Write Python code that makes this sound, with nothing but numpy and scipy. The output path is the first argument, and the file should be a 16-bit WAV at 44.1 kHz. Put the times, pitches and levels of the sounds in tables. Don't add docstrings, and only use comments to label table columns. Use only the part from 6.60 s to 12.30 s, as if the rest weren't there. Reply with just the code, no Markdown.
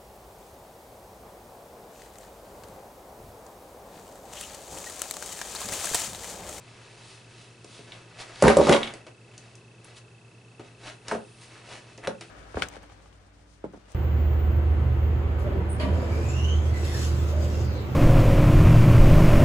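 import sys
import numpy as np
from scipy import signal
from scipy.fft import rfft, irfft, next_fast_len
from scipy.io import wavfile
from scipy.ndimage import uniform_filter1d

SR = 44100
rng = np.random.default_rng(int(sys.argv[2]) if len(sys.argv) > 2 else 0)


def file_out(sig):
    cols = np.atleast_2d(sig).T
    lim = np.clip(cols, -1, 1)
    pcm = np.round(lim * 32767).astype(np.int16)
    wavfile.write(sys.argv[1], SR, pcm)


N = 251261
N_FFT = next_fast_len(N)
T = np.arange(N) / SR

# start_s, knock_db, boom_db, clack_db, clack_hz, crack_db
MASK_LANDINGS = [(1.8235, -11, -9, -17.5, 980, -26), (1.9692, -15, -24, -21, 610, -29),
                 (2.07, -17, -26, -17.5, 635, -35)]
# start_s, clack_db, clack_hz, crack_db, clack_t60_s
VISOR_CLACKS = [(1.8799, -16.5, 1650, -26.5, 0.061), (2.0938, -21.5, 1600, -28, 0.032),
                (2.1245, -21, 2480, -27.5, 0.074)]
# mode_hz, relative_db, base_t60_s
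BENCH_MODES = [(68, -13.5, 0.4), (147.3, -4.5, 0.16), (171.6, 4.5, 0.13), (225.5, -10, 0.39),
               (290.7, -17, 0.37), (358, -9.5, 0.085), (373.4, -1, 0.055), (424, -4, 0.067),
               (491, -3, 0.12), (563.4, 4, 0.068), (580, -1.5, 0.12), (594.4, -13.5, 0.15),
               (646, -0.5, 0.022), (800, -26, 0.093), (866, 1, 0.023), (939, -7, 0.052), (1070, -18, 0.079),
               (1125, -16, 0.22), (1220, -16.5, 0.069), (1510, -48, 0.27), (1790, -24, 0.053)]
# start_s, level_db
BUCKLE_TAPS = [(1.3204, -40), (2.1258, -29), (2.138, -22), (2.163, -28), (2.2308, -25), (2.2745, -34)]
# mode_hz, relative_db, base_t60_s
BUCKLE_MODES = [(2196, 2.5, 0.029), (2270, 2, 0.016), (2920, -6, 0.036), (3220, -3.5, 0.052),
                (3506, 1, .025), (3530, -10, 0.017), (3780, 4, 0.014)]
# start_s, slap_db, slap_hz, slap_t60_s, palm_db, fingers_db
GLOVE_DROPS = [(4.512, -27.5, 1150, 0.061, -25, -33.5), (5.472, -33.5, 1620, 0.02, -30.5, -59)]
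# start_s, level_db, centre_hz
STRAP_CLICKS = [(1.045, -51.5, 6000), (1.757, -49, 2930), (2.2747, -66, 3000), (2.3376, -45.5, 6040),
                (2.7788, -46, 5560), (2.9542, -52.5, 7000), (3.2448, -50.5, 8600), (4.4828, -37.5, 5200),
                (5.377, -51.5, 5600), (5.473, -35, 3800), (5.6095, -45, 4400)]
# start_s, tap_db, thump_db
GEAR_BUMPS = [(1.045, -62, -46), (1.19, -52, -43.5), (1.276, -52.5, -50), (2.336, -50, -42.5),
              (2.466, -47.5, -43.5), (2.736, -55, -64), (3.994, -50, -39.5), (5.379, -50.5, -44),
              (5.6109, -42, -44.5)]
# peak_s, half_length_s, hiss_db
SLEEVE_SWISHES = [(0.376, 0.28, -61), (.505, 0.09, -53.5), (0.809, 0.12, -56.5), (1.155, 0.1, -53),
                  (3.374, 0.018, -50), (4.83, 0.047, -53), (5.676, 0.14, -62.5)]
# peak_s, half_length_s, rub_db
GLOVE_RUBS = [(0.216, 0.73, -59.5), (1.345, 0.089, -55), (1.61, .024, -41.5), (1.706, 0.18, -53),
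              (2.834, 0.18, -61.5), (3.289, 0.059, -58), (4.066, 0.05, -59.5), (4.277, 0.05, -46.5),
              (4.954, 0.093, -55.5), (5.131, 0.067, -47.5), (5.303, 0.068, -59)]
# peak_s, half_length_s, hiss_db, rub_db
DRAGS = [(1.88, 0.057, -34, -38), (2.039, .07, -37, -37.5), (2.122, 0.05, -34, -33.5),
         (2.239, .1, -50, -41.5), (4.49, 0.0085, -54, -39), (4.518, 0.042, -47.5, -43),
         (5.451, .017, -59, -40)]
# freq_hz, density_db
CLOTH_SPECTRUM = [(1500, -3), (2600, 1), (4200, 2.5), (6500, -3), (9000, -8), (11000, -9.5)]
# freq_hz, density_db
LEATHER_SPECTRUM = [(150, 0), (350, 1.5), (600, 6), (1100, 1.5), (1800, 1.5), (2800, -2), (5000, -20)]
# freq_hz, density_db
SHEEN_SPECTRUM = [(4000, -33), (7000, -25), (8500, 3), (11000, -4)]
# freq_hz, t60_s
ROOM_DECAY = [(60, 0.61), (200, 0.32), (600, 0.27), (2000, 0.23), (5000, 0.15), (10000, 0.22)]
# freq_hz, wet_db
ROOM_WET = [(60, -15), (200, -2.5), (600, -3.5), (2000, -4.5), (5000, -5), (10000, -4)]
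# freq_hz, correlation
ROOM_CORRELATION = [(60, 0.18), (150, 0.8), (300, 0.98), (600, 0.12), (2000, 0.24), (10000, .05)]
# pitch_hz, relative_db
HUM_LINES = [(120.0, -53), (111.3, -58), (167.0, -65), (222.6, -69), (333.9, -67.5)]
# freq_hz, density_db
AIR_SPECTRUM = [(25, -54), (45, -6), (70, -3), (110, 2), (200, 0), (300, -2.5), (400, 4), (550, -5.5),
                (1000, -9.5), (2000, -13), (3000, -14.5), (5000, -18.5), (10500, -23)]
# freq_hz, correlation
AIR_CORRELATION = [(40, 1), (200, 0.94), (600, 0.87), (3000, 0.22), (10000, 0.78)]


def mask_hits(judder_s=0.0145, jitter_s=0.001213, t60_s=0.076, first_give_db=-4.5):
    hits = []
    for start_s, knock_db, boom_db, clack_db, clack_hz, crack_db in MASK_LANDINGS:
        for touch in range(4):
            give_db = first_give_db if touch == 0 else 0
            hits.append((start_s, boom_db - 5.5 * touch, knock_db + give_db - 3 * touch,
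                         clack_db + give_db - 2.8 * touch, clack_hz, crack_db - 11 * touch, t60_s))
            start_s += judder_s + rng.normal(0, jitter_s)
    return hits


def visor_hits(boom_db=-44, knock_db=-17, rebound_s=0.02, rebound_hz=980, rebound_t60_s=0.15):
    hits = []
    for start_s, clack_db, clack_hz, crack_db, t60_s in VISOR_CLACKS:
        hits.append((start_s, boom_db, knock_db, clack_db, clack_hz, crack_db, t60_s))
        hits.append((start_s + rebound_s, boom_db, knock_db - 4,
                     clack_db - 2, rebound_hz, crack_db - 11, rebound_t60_s))
    return hits


def glove_hits(flop_hz=497, palm_lag_s=0.006, palm_t60_s=0.11, fingers_lag_s=0.037, fingers_t60_s=0.17):
    parts = []
    for start_s, slap_db, slap_hz, slap_t60_s, palm_db, fingers_db in GLOVE_DROPS:
        parts += [(start_s, slap_db, slap_hz, slap_t60_s),
                  (start_s + palm_lag_s, palm_db, flop_hz, palm_t60_s),
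                  (start_s + fingers_lag_s, fingers_db, flop_hz, fingers_t60_s)]
    return [(start_s, db - 13, db - 4.5, db, hz, db - 22, t60_s) for start_s, db, hz, t60_s in parts]


def landings(hits, clack_width, crack_hz, crack_width, t60_scale):
    out = np.zeros(N)
    for start_s, boom_db, knock_db, clack_db, clack_hz, crack_db, t60_s in hits:
        add(out, start_s, bench(boom_db, knock_db, t60_scale))
        add(out, start_s, from_db(clack_db) * contact(clack_hz, clack_width, t60_s, order=2))
        add(out, start_s, from_db(crack_db) * contact(crack_hz, crack_width, 0.35 * t60_s, order=2))
    return out


def bench(boom_db, knock_db, t60_scale, boom_below_hz=200, highpass_hz=56):
    mode_hz, relative_db, base_t60_s = np.transpose(BENCH_MODES)[:, :, None]
    drive_db = np.where(mode_hz < boom_below_hz, boom_db - 1, knock_db + 3)
    top = ringing(mode_hz, relative_db + drive_db, base_t60_s * t60_scale, scatter_db=5.5)
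    return signal.sosfilt(signal.butter(4, highpass_hz, "high", fs=SR, output="sos"), top)


def buckle(t60_scale=0.95, tick_db=-11):
    out = np.zeros(N)
    mode_hz, relative_db, base_t60_s = np.transpose(BUCKLE_MODES)[:, :, None]
    for start_s, tap_db in BUCKLE_TAPS:
        add(out, start_s, ringing(mode_hz, relative_db + tap_db, base_t60_s * t60_scale, scatter_db=0.5))
        add(out, start_s, from_db(tap_db + tick_db) * contact(2500, width=0.31, t60_s=0.044))
    return out


def ringing(mode_hz, level_db, t60_s, scatter_db):
    t = T[:SR // 3]
    gain = from_db(level_db + scatter_db * rng.standard_normal(mode_hz.shape))
    sign = (-1) ** np.arange(len(mode_hz))[:, None]
    decay = from_db(-60 * t / t60_s)
    return np.sum(sign * gain * decay * np.sin(2 * np.pi * mode_hz * t), axis=0)


def contact(centre_hz, width, t60_s, order=1):
    t = T[:SR // 4]
    flurry = slips(len(t), rate_per_s=14000, spread_db=1.96) * from_db(-60 * t / t60_s)
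    edges_hz = np.clip([centre_hz / (1 + width), centre_hz * (1 + width)], 20, SR / 2 - 100)
    burst = signal.sosfilt(signal.butter(order, edges_hz, "band", fs=SR, output="sos"), flurry + 1e-18)
    return burst * np.sqrt(0.01 * SR / np.sum(burst ** 2))


def gear():
    out = np.zeros(N)
    for start_s, level_db, centre_hz in STRAP_CLICKS:
        add(out, start_s, from_db(level_db) * contact(centre_hz, width=0.36, t60_s=0.015))
    for start_s, tap_db, thump_db in GEAR_BUMPS:
        add(out, start_s, from_db(tap_db) * contact(1800, width=0.48, t60_s=0.12))
        add(out, start_s, from_db(thump_db) * contact(300, width=1.0, t60_s=0.15, order=2))
    return out


def rustle(sleeve_rub_db=-11, glove_hiss_db=-1, sheen_db=-7.5):
    smooth_slide = (4.68, 0.3, -64)
    sleeves = [(s, half_s, db, db + sleeve_rub_db) for s, half_s, db in SLEEVE_SWISHES + [smooth_slide]]
    gloves = [(s, half_s, db + glove_hiss_db, db) for s, half_s, db in GLOVE_RUBS]
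    peak_s, half_s, hiss_db, rub_db = np.transpose(sleeves + gloves + DRAGS)
    hiss_gain = from_db(1.5) * movement(zip(peak_s, half_s, hiss_db))
    rub_gain = from_db(2.5) * movement(zip(peak_s, half_s, rub_db))
    sheen_gain = from_db(sheen_db) * movement(SLEEVE_SWISHES) + stroke(*smooth_slide)
    cloth = coloured(slips(N, rate_per_s=9000, spread_db=0.91), CLOTH_SPECTRUM)
    leather = coloured(slips(N, rate_per_s=2500, spread_db=0.28), LEATHER_SPECTRUM)
    sheen = coloured(rng.standard_normal(N), SHEEN_SPECTRUM)
    return hiss_gain * cloth + rub_gain * leather + sheen_gain * sheen


def movement(strokes, fidget_db=-73.5):
    return np.sqrt(from_db(fidget_db) ** 2 + sum(stroke(*row) ** 2 for row in strokes))


def stroke(peak_s, half_length_s, level_db, roundness=1.36):
    return from_db(level_db) * np.exp(-np.abs((T - peak_s) / half_length_s) ** roundness)


def slips(size, rate_per_s, spread_db):
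    strength = from_db(spread_db * np.minimum(rng.exponential(1, size), 4))
    slipping = rng.random(size) < rate_per_s / SR
    return unit_rms(slipping * strength * rng.standard_normal(size))


def workshop(direct, first_wall_s=0.0024):
    t = T[:SR * 2 // 3]
    spectrum = rfft(stereo_noise(ROOM_CORRELATION, len(t)))
    bin_hz = np.arange(spectrum.shape[1]) * SR / len(t)
    edges_hz = np.geomspace(45, 12000, 20)
    onset = 1 - np.exp(-(t / first_wall_s) ** 2)
    response = np.zeros((2, len(t)))
    for low_hz, high_hz in zip(edges_hz, edges_hz[1:]):
        centre_hz = np.sqrt(low_hz * high_hz)
        band = irfft(spectrum * (bin_hz >= low_hz) * (bin_hz < high_hz), len(t))
        band *= onset * from_db(-60 * t / at_hz(ROOM_DECAY, centre_hz))
        band /= np.linalg.norm(band, axis=1, keepdims=True)
        response += band * from_db(at_hz(ROOM_WET, centre_hz)) * np.sqrt(2 * (high_hz - low_hz) / SR)
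    return direct + signal.fftconvolve(direct[None], response, axes=1)[:, :N]


def ticking(rate_hz=29.97, first_s=0.009, pitch_hz=2660, level_db=-53, swell_s=0.004, fall_hz_per_s=8000):
    age_s = (T - first_s) % (1 / rate_hz)
    swell = (age_s / swell_s * np.exp(1 - age_s / swell_s)) ** 2
    cycles = (pitch_hz - fall_hz_per_s * age_s / 2) * age_s
    return from_db(level_db) * swell * np.sin(2 * np.pi * cycles)


def hum(gain_db=-3, in_phase_s=0.099):
    lines = sum(from_db(db) * np.cos(2 * np.pi * hz * (T - in_phase_s)) for hz, db in HUM_LINES)
    return from_db(gain_db) * np.sqrt(2) * lines


def air(level_db=-56):
    return from_db(level_db) * coloured(stereo_noise(AIR_CORRELATION, N_FFT), AIR_SPECTRUM)


def stereo_noise(correlation, size):
    mid, side = rfft(rng.standard_normal((2, size)))
    alike = np.clip(at_hz(correlation, np.arange(len(mid)) * SR / size), 0, 0.99)
    left_right = np.sqrt(1 + alike) * mid + np.sqrt(1 - alike) * side * [[1], [-1]]
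    return irfft(left_right, size) / np.sqrt(2)


def coloured(noise, spectrum):
    bin_hz = np.arange(N_FFT // 2 + 1) * SR / N_FFT
    shaped = rfft(noise, N_FFT) * from_db(at_hz(spectrum, bin_hz))
    return unit_rms(irfft(shaped, N_FFT)[..., :N])


def at_hz(table, hz):
    freq_hz, values = np.transpose(table)
    return np.interp(np.log(np.maximum(hz, 1)), np.log(freq_hz), values)


def from_db(db):
    return 10 ** (np.asarray(db) / 20)


def unit_rms(x):
    return x / np.sqrt(np.mean(x ** 2) + 1e-20)


def add(out, start_s, sound):
    at = round(start_s * SR)
    out[at:at + len(sound)] += sound[:N - at]


def scene():
    hits = mask_hits() + visor_hits()
    mask = landings(hits, clack_width=0.5, crack_hz=6000, crack_width=1.0, t60_scale=0.66) + buckle()
    gloves = landings(glove_hits(), clack_width=0.42, crack_hz=5740, crack_width=0.73, t60_scale=0.57)
    handling = gloves + gear() + rustle()
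    action = workshop(mask) * from_db([[-0.3], [0.3]]) + workshop(handling) * from_db([[0.2], [-0.2]])
    return action + hum() + air() + ticking()


def record(dry, threshold_db=-3, release_db_per_s=120, cutoff_hz=10520):
    peak_db = 20 * np.log10(np.abs(dry).max(axis=0) + 1e-9)
    over_db = np.maximum(peak_db - threshold_db, 0)
    reduction_db = np.maximum.accumulate(over_db + release_db_per_s * T) - release_db_per_s * T
    limited = dry * from_db(-uniform_filter1d(reduction_db, size=45))
    return signal.sosfilt(signal.ellip(12, 0.2, 70, cutoff_hz, fs=SR, output="sos"), limited)


dry = scene()
out = record(dry)
file_out(out)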